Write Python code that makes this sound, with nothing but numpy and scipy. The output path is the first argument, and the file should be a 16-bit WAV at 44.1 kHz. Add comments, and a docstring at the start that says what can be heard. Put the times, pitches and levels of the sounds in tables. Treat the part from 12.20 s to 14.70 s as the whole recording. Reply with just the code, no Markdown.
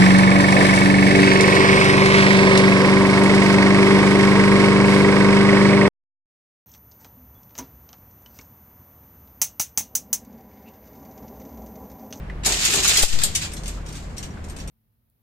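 """Steel reinforcing bars knock and rattle as a crane sets their bundle down on a concrete slab in an open pit:
contacts excite decaying noise and scattered modes. Two late bars slap down with a crack and a shiver;
the load thuds and knocks in damped modes, and slack lifting chains clink with high decaying sines.
A diesel engine idles throughout (wavering tones over noise); a puff of air pushes on the microphone."""
import sys
import numpy as np
from scipy import signal
from scipy.fft import rfft, irfft
from scipy.io import wavfile

SR = 44100
rng = np.random.default_rng(int(sys.argv[2]) if len(sys.argv) > 2 else 0)


def to_wav(sig):
    """Store sig (one row per channel, or 1-D mono) as 16-bit WAV at the path in sys.argv[1].

    Samples outside -1..1 are clipped; the rate is SR.
    """
    pcm = np.clip(np.atleast_2d(sig), -1, 1) * 32767
    pcm = np.round(pcm).astype(np.int16)
    wavfile.write(sys.argv[1], SR, pcm.T)  # frames by channels


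N = 110250
TIME_S = np.arange(N) / SR
RING_SAMPLES = SR // 2
STEEL_CORRELATION, THUD_CORRELATION = 0.013, 0.79  # left-right


def from_db(db):
    """Decibels to amplitude gain."""
    return 10 ** (np.asarray(db) / 20)


def at_hz(points, size=N):
    """Interpolate a table over log frequency at the FFT bins of size samples."""
    hz, value = np.transpose(points)
    bins_hz = np.fft.rfftfreq(size, 1 / SR) + 1e-9
    return np.interp(np.log(bins_hz), np.log(hz), value)


def at_time(points):
    """Interpolate a table over time at every sample."""
    return np.interp(TIME_S, *np.transpose(points))


def unit(x):
    """Scale to mean energy 1 per channel."""
    return x / np.sqrt(np.mean(np.sum(x ** 2, axis=-1)) + 1e-20)


def decay(t, t60_s):
    """Exponential envelope that falls 60 dB in t60_s."""
    return np.exp(-np.log(1000) * t / t60_s)


def drift(rate_hz):
    """Low-passed noise with mean 0 and standard deviation 1."""
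    lowpass = 1 + (np.fft.rfftfreq(N, 1 / SR) / rate_hz) ** 4
    slow = irfft(rfft(rng.standard_normal(N)) / lowpass, N)
    return (slow - slow.mean()) / slow.std()


def noise(colour, correlation, size=N, count=0):
    """Coloured stereo noise of rms 1; a nonzero count keeps about that many random FFT bins as modes."""
    mid, side = rfft(rng.standard_normal((2, size)))
    alike = np.clip(correlation, -1, 1)
    common = np.sqrt(1 + alike) * mid
    opposed = np.sqrt(1 - alike) * side * [[1], [-1]]
    spectrum = (common + opposed) * from_db(at_hz(colour, size))
    if count:
        spectrum = spectrum * (rng.random(len(mid)) < count / len(mid))
    return unit(irfft(spectrum, size)) * np.sqrt(size)


def dying(colour, correlation, t60_s, count=0):
    """Dense or scattered modes under one exponential decay; energy 1."""
    modes = noise(colour, correlation, RING_SAMPLES, count=count)
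    return unit(modes * decay(TIME_S[:RING_SAMPLES], t60_s))


def play(clicks, response):
    """Contacts set a body ringing: convolution with its impulse response."""
    return signal.fftconvolve(np.atleast_2d(clicks), response, axes=1)[:, :N]


def add(out, start_s, sound):
    """Mix a sound in at start_s."""
    start = int(start_s * SR)
    out[:, start:start + sound.shape[1]] += sound[:, :N - start]


def tilted(colour, db_per_octave):
    """A harder contact tips the colour towards the treble, about a 5500 Hz pivot."""
    return [(hz, level + db_per_octave * np.log2(hz / 5500)) for hz, level in colour]


REBOUND_DB = -4.5  # rms re first contact


def rebounds(spread_s, count=10):
    """A first contact and a quick run of random rebounds at gamma-distributed delays."""
    clicks = np.zeros(SR // 10)
    delays = rng.gamma(2, .5, count) * spread_s * SR
    at = np.clip(delays, 1, len(clicks) - 1).astype(int)
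    clicks[at] = from_db(REBOUND_DB) * rng.standard_normal(count)
    clicks[0] = 1
    return clicks


# levels re the crash of neighbouring bars
TICK_DB, TICK_T60_S = -8.5, 0.0089
PING_DB, PING_T60_S = -7, 0.081
BAR_RING_DB, BAR_T60_S = -12, 0.41


def steel(colour, crash_t60_s, correlation=STEEL_CORRELATION, ring_count=200, ping_count=50):
    """Steel in a heap: hard tick, a few short pings, a crash of neighbours and longer modes; energy 1."""
    tick = from_db(TICK_DB) * dying(colour, correlation, TICK_T60_S)
    pings = from_db(PING_DB) * dying(colour, correlation, PING_T60_S, count=ping_count)
    crash = dying(colour, correlation, crash_t60_s)
    ring = from_db(BAR_RING_DB) * dying(colour, STEEL_CORRELATION, BAR_T60_S, count=ring_count)
    return unit(tick + pings + crash + ring)


# fixed engine tones: (frequency [Hz], mean level [dB rms])
ENGINE_LINES = [(78.3, -42), (124.5, -49.5), (155.5, -46.5), (194, -49.5)]
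# lowest engine tone: (time [s], level before swell [dB rms])
DRONE = [(0, -38.5), (0.25, -32), (0.5, -45), (0.68, -32.5), (1.15, -57), (1.55, -31.5), (1.8, -39.5),
         (2.25, -48), (2.45, -38)]
# exhaust and site rumble spectrum: (frequency [Hz], relative level [dB per Hz])
RUMBLE = [(20, -5.5), (45, 4), (65, -2.5), (100, -4.5), (170, -6), (300, -12.5), (1000, -21), (2000, -25.5),
          (4000, -38.5), (14000, -56)]
# rumble stereo likeness: (frequency [Hz], left-right correlation [-1..1])
RUMBLE_CORRELATION = [(150, 0.95), (400, 0.61), (1000, 0.043), (3000, 0.066)]
DRONE_HZ, RUMBLE_DB = 45.34, -36
SWELL_DB, SWELL_HZ = 1.5, 2.04
WAVER_RAD, WAVER_HZ = 0.4, 5.5


def engine():
    """Tones wavering in phase and level over the noise rumble of the exhaust and the site."""
    tones = np.zeros(N)
    for hz, db in [(DRONE_HZ, at_time(DRONE)), *ENGINE_LINES]:
        gain = np.sqrt(2) * from_db(db + SWELL_DB * drift(SWELL_HZ))
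        turn = 2 * np.pi * (hz * TIME_S + rng.random())
        tones += gain * np.sin(turn + WAVER_RAD * drift(WAVER_HZ))
    return tones + from_db(RUMBLE_DB) * noise(RUMBLE, at_hz(RUMBLE_CORRELATION))


# air on the microphone: (time [s], pressure before panning [full scale], rise [s], fall constant [s])
PUFFS = [(0.82, -0.23, 0.0183, 0.016), (0.859, 0.086, .06, 0.062), (0.932, 0.141, 0.0093, 0.072)]
PUFF_LEFT_DB = 5  # right gets the opposite


def puff():
    """Slow pressure swings: quadratic rise, exponential fall, stronger on the left."""
    push = np.zeros(N)
    for start_s, pressure, rise_s, fall_s in PUFFS:
        rise = np.clip((TIME_S - start_s) / rise_s, 0, 1) ** 2
        fall = np.exp(-np.maximum(TIME_S - start_s - rise_s, 0) / fall_s)
        push += pressure * rise * fall
    return push * from_db(PUFF_LEFT_DB * np.array([[1], [-1]]))


DIP_S, DIP_LENGTH_S, DIP_DB, DIP_BELOW_HZ = 0.879, 0.095, -10, 1500


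def dip(x):
    """The low end sinks briefly and comes back: a zero-phase low band under a flat-topped window."""
    lows = signal.sosfiltfilt(signal.butter(1, DIP_BELOW_HZ, fs=SR, output="sos"), x)
    inside = np.exp(-(2 * (TIME_S - DIP_S) / DIP_LENGTH_S) ** 6)
    return x - lows * (1 - from_db(DIP_DB * inside))


# dull knocks in and around the bundle: (time [s], level of dull part [dB], pitch [Hz])
KNOCKS = [(0.099, -12.5, 2017), (0.650, -2.5, 1480), (1.575, -19, 1330), (2.173, -17.5, 1540)]
# thump of the bundle coming to rest: (frequency [Hz], relative level [dB per Hz])
REST_COLOUR = [(120, -5), (450, 0), (1100, -4), (2000, -18)]
KNOCK_T60_S, KNOCK_RING_DB, KNOCK_RING_T60_S = 0.078, -4.5, 0.05  # ring re dull part
REST_S, REST_DB, REST_T60_S = .833, 8, 0.044


def knocks():
    """Dull noise bursts around one quickly damped resonance each, and one broad, dead thump."""
    out, t = np.zeros((2, N)), TIME_S[:RING_SAMPLES]
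    for start_s, db, hz in KNOCKS:
        colour = [(hz / 4, -16), (hz * 0.73, -6), (hz, 0), (hz * 1.12, -10), (hz * 3.8, -32), (hz * 6, -55)]
        dull = dying(colour, THUD_CORRELATION, KNOCK_T60_S)
        ring = unit(np.sin(2 * np.pi * hz * t) * decay(t, KNOCK_RING_T60_S))
        add(out, start_s, from_db(db) * (dull + from_db(KNOCK_RING_DB) * ring))
    add(out, REST_S, from_db(REST_DB) * dying(REST_COLOUR, THUD_CORRELATION, REST_T60_S))
    return out


# chain links: (time [s], level [dB re CHAIN_DB for the hit, LINK_DB for the ring],
#               rebound spread [s], lower ring [dB], upper ring [dB])
CLINKS = [(1.318, -7, 0.0027, -11, -15), (1.3352, -7.5, 0.00046, -7, 7.5), (1.365, -4.5, 0.009, -10, -22),
          (1.435, -8.5, 0.00048, -18, -3.5), (1.458, -3, 0.0082, -36, -38), (1.479, -1.5, 0.0038, -18, 1.5),
          (1.662, -11, 0.0047, -7, -10), (1.6847, -9.5, .008, -7, -5), (1.725, -12, 0.00755, -2, 2),
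          (1.753, -6, 0.0087, -27, -18), (1.968, -8, 0.0074, -16, -12.5), (1.981, -5.5, 0.00309, 6.5, 1.5),
          (2.028, -3, 0.0043, -6, -23), (2.106, -26.5, 0.0063, 11, -20), (2.241, -14, .003, -8, -5.5),
          (2.285, -15.5, 0.0047, -6, -2.5), (2.298, -12.5, 0.0069, -9, 4.5),
          (2.3637, -10, 0.00151, -12, -3), (2.387, -11, 0.0038, -11, -15), (2.401, -9, 0.0057, -0.5, -8),
          (2.4757, -10, 0.005, 0, 3.5)]
# a link's own modes: (nominal frequency [Hz], relative level [dB], T60 [s])
LINK_MODES = [(5650, -0.5, 0.065), (8620, -2.5, 0.06), (11300, -17.5, 0.15), (12900, -19, 0.16)]
# link hit spectrum: (frequency [Hz], relative level [dB per Hz])
CHAIN_COLOUR = [(400, -2), (1200, -7), (2400, 2.5), (5000, 1.5), (7500, 4), (8800, -2.5), (9800, -10),
                (14000, -14)]
CHAIN_DB, CHAIN_T60_S, CHAIN_CORRELATION = -2.5, 0.2, 0.24
RIGHT_DELAY_S = 0.00049  # hits reach the left ear first
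LINK_DB, LINK_DETUNE, UPPER_RING_HZ = -29, .004, 7000  # detune: relative standard deviation


def chains():
    """Links hit the bars and ring with a few high modes, randomly detuned from link to link."""
    hits, rings, t = np.zeros((2, N)), np.zeros((2, N)), TIME_S[:RING_SAMPLES // 2]
    for start_s, db, spread_s, lower_db, upper_db in CLINKS:
        body = steel(CHAIN_COLOUR, CHAIN_T60_S, CHAIN_CORRELATION)
        hit = unit(play(rebounds(spread_s, count=6), body))
        add(hits, start_s, from_db(CHAIN_DB + db) * hit)
        for hz, mode_db, t60_s in LINK_MODES:
            ring_db = upper_db if hz > UPPER_RING_HZ else lower_db
            detuned_hz = hz * (1 + LINK_DETUNE * rng.standard_normal())
            turn = 2 * np.pi * detuned_hz * t + rng.standard_normal((2, 1)) / 2
            gain = from_db(LINK_DB + db + ring_db + mode_db)
            add(rings, start_s, gain * np.sin(turn) * decay(t, t60_s))
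    delayed_right = np.roll(hits[1], int(RIGHT_DELAY_S * SR))
    return np.array([hits[0], delayed_right]) + rings


# weight landing on the timber bearers: (time [s], level [dB re THUD_DB], cluster centre [Hz])
THUDS = [(0.262, 3, 777), (0.300, -0.5, 713), (0.485, -3.5, 408), (0.543, 2.5, 385), (0.578, -1.5, 380),
         (0.690, -5.5, 700), (0.775, -2.5, 407), (0.800, -3.5, 390), (1.036, -9, 590)]
# dense part of a thud: (frequency [Hz], relative level [dB per Hz])
THUD_COLOUR = [(100, -4), (230, -2.5), (390, 6.5), (520, -4.5), (800, 1.5), (1300, -6), (2500, -11),
               (6000, -47.5)]
THUD_DB, THUD_T60_S = 0.5, 0.31
THUD_RING_DB, THUD_WIDTH = -5.5, 0.3  # cluster re dense part; relative half-width


def thuds():
    """Low, short ring of the whole load: dense modes plus a cluster that depends on where it bears."""
    out = np.zeros((2, N))
    for start_s, db, hz in THUDS:
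        low_hz, high_hz = hz / (1 + THUD_WIDTH), hz * (1 + THUD_WIDTH)
        cluster_colour = [(hz / 2, -90), (low_hz, -20), (hz, 0), (high_hz, -20), (hz * 2, -90)]
        cluster = dying(cluster_colour, THUD_CORRELATION, THUD_T60_S)
        dense = dying(THUD_COLOUR, THUD_CORRELATION, THUD_T60_S)
        add(out, start_s, from_db(THUD_DB + db) * unit(dense + from_db(THUD_RING_DB) * cluster))
    return out


# late bars: (time [s], level [dB re BAR_DB], rebound spread [s], tilt [dB/octave], left over right [dB])
SLAPS = [(1.035, -1.5, .001, 5.5, 1.3), (1.150, -4.5, .0035, -1.5, 0.88)]
# crack spectrum before tilt: (frequency [Hz], relative level [dB per Hz])
SLAP_COLOUR = [(300, -20), (1500, -17.5), (3200, -4.5), (7300, 5.5), (9600, -2), (14000, -14)]
CRACK_T60_S, SHIVER_DB, SHIVER_T60_S = 0.11, -5.5, 0.264  # shiver re crack


def slaps():
    """A loose bar lands flat with a bright crack; the bundle's modes shiver with a longer decay."""
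    out = np.zeros((2, N))
    for start_s, db, spread_s, tilt, pan_db in SLAPS:
        crack = dying(tilted(SLAP_COLOUR, tilt), STEEL_CORRELATION, CRACK_T60_S)
        shiver = from_db(SHIVER_DB) * dying(BAR_COLOUR, STEEL_CORRELATION, SHIVER_T60_S)
        slap = unit(play(rebounds(spread_s, count=6), crack + shiver))
        add(out, start_s, from_db(BAR_DB + db + pan_db * np.array([[.5], [-.5]])) * slap)
    return out


# bar strikes bar: (time [s], level [dB re BAR_DB], rebound spread [s], tilt [dB/octave])
CLASHES = [(0.235, -20.5, 0.0037, -5), (0.248, -7.5, 0.0062, 0), (0.2597, -2, 0.0038, 5.5),
           (0.291, -5, .012, 1.5), (0.404, -10, .012, 0), (0.425, -7.5, 0.014, -1),
           (0.444, -2.5, 0.0075, 4.5), (0.506, -12, 0.011, 10), (0.536, -4.5, 0.0056, 2),
           (0.554, -7, 0.007, 4), (0.588, -8, 0.0073, 1), (0.627, -7, .006, 3), (0.646, -3.5, 0.0094, -0.5),
           (0.677, -1, 0.0045, 6.5), (0.700, -5, .015, -1.5), (0.735, -6.5, 0.0076, 2.5),
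           (0.756, -5.5, .006, 1), (0.7711, -.5, .003, 2.5), (0.786, -2, .008, 2.5), (0.823, -1.5, .008, 5),
           (0.987, -13.5, 0.0011, -0.5), (1.016, -12, 0.0041, -1), (1.213, -15, 0.01103, -0.5),
           (1.245, -17.5, 0.014, -3)]
# grind and rattle of the settling bundle: (time [s], contact level before surges [dB])
RATTLE = [(0.24, -72), (0.27, -22), (0.35, -28), (0.45, -21.5), (0.50, -22.5), (0.57, -21), (0.615, -26),
          (0.69, -18), (0.80, -27), (0.86, -30), (0.96, -29), (1.06, -37), (1.13, -42.5), (1.23, -30.5),
          (1.34, -58), (1.55, -48), (1.63, -59.5), (1.75, -45), (1.87, -53.5), (2.15, -59), (2.5, -65)]
# bar spectrum before tilt: (frequency [Hz], relative level [dB per Hz])
BAR_COLOUR = [(200, -28), (400, -14), (1200, -8.5), (2200, -1), (4500, 0.5), (6000, -2), (7200, 2.5),
              (8700, -7.5), (9700, -13), (14000, -18)]
BAR_DB, CRASH_T60_S = 16, 0.15
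CONTACTS_PER_S, CONTACT_SPREAD_DB = 1500, 5.5  # spread: scale of an exponential draw
SURGE_DB, SURGE_HZ = 1.5, 70


def bundle(count=7):
    """Clashes plus a surging rattle of random small contacts, dealt to several bars."""
    bars = [steel(BAR_COLOUR, CRASH_T60_S) for _ in range(count)]
    size_db = CONTACT_SPREAD_DB * np.minimum(rng.exponential(1, N), 3.2)
    sizes = from_db(size_db) * rng.choice([-1, 1], N)
    contacts = unit(sizes * (rng.random(N) < CONTACTS_PER_S / SR)) * np.sqrt(N)
    contacts *= from_db(at_time(RATTLE) + SURGE_DB * drift(SURGE_HZ))
    contacts *= TIME_S > RATTLE[0][0]
    dealt = rng.integers(0, count, N)
    out = sum(play(contacts * (dealt == k), bar) for k, bar in enumerate(bars))
    for start_s, db, spread_s, tilt in CLASHES:
        bar = steel(tilted(BAR_COLOUR, tilt), CRASH_T60_S)
        add(out, start_s, from_db(BAR_DB + db) * unit(play(rebounds(spread_s), bar)))
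    return out


PIT_ECHO_DB, PIT_T60_S = -22, 0.64


def scene():
    """The steel with a faint decaying-noise wash from the pit walls, over the engine; puff on top."""
    load = knocks() + chains() + thuds() + slaps() + bundle()
    wash = play(load, dying([(2500, 51.0), (14000, -45.5)], 0, PIT_T60_S))
    return dip(engine() + from_db(PIT_ECHO_DB) * wash + load) + puff()


# microphone port difference: (frequency [Hz], left over right [dB])
LEFT_LEAD = [(1500, 0.5), (3000, -1), (7900, 0), (8600, 13), (9500, 0)]
CEILING, CUTOFF_HZ = .9, 14200  # ceiling: full scale, before the cut


def record(dry):
    """Two microphone ports colour the treble differently; high peaks are rounded and the top is cut."""
    ports = from_db(at_hz(LEFT_LEAD, 2 * N) * np.array([[.5], [-.5]]))
    heard = irfft(rfft(dry, 2 * N) * ports)
    rounded = heard / (1 + (heard / CEILING) ** 6) ** (1 / 6)
    top = 1 / np.sqrt(1 + (np.fft.rfftfreq(2 * N, 1 / SR) / CUTOFF_HZ) ** 400)
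    return irfft(rfft(rounded) * top)[:, :N]


dry = scene()
out = record(dry)
to_wav(out)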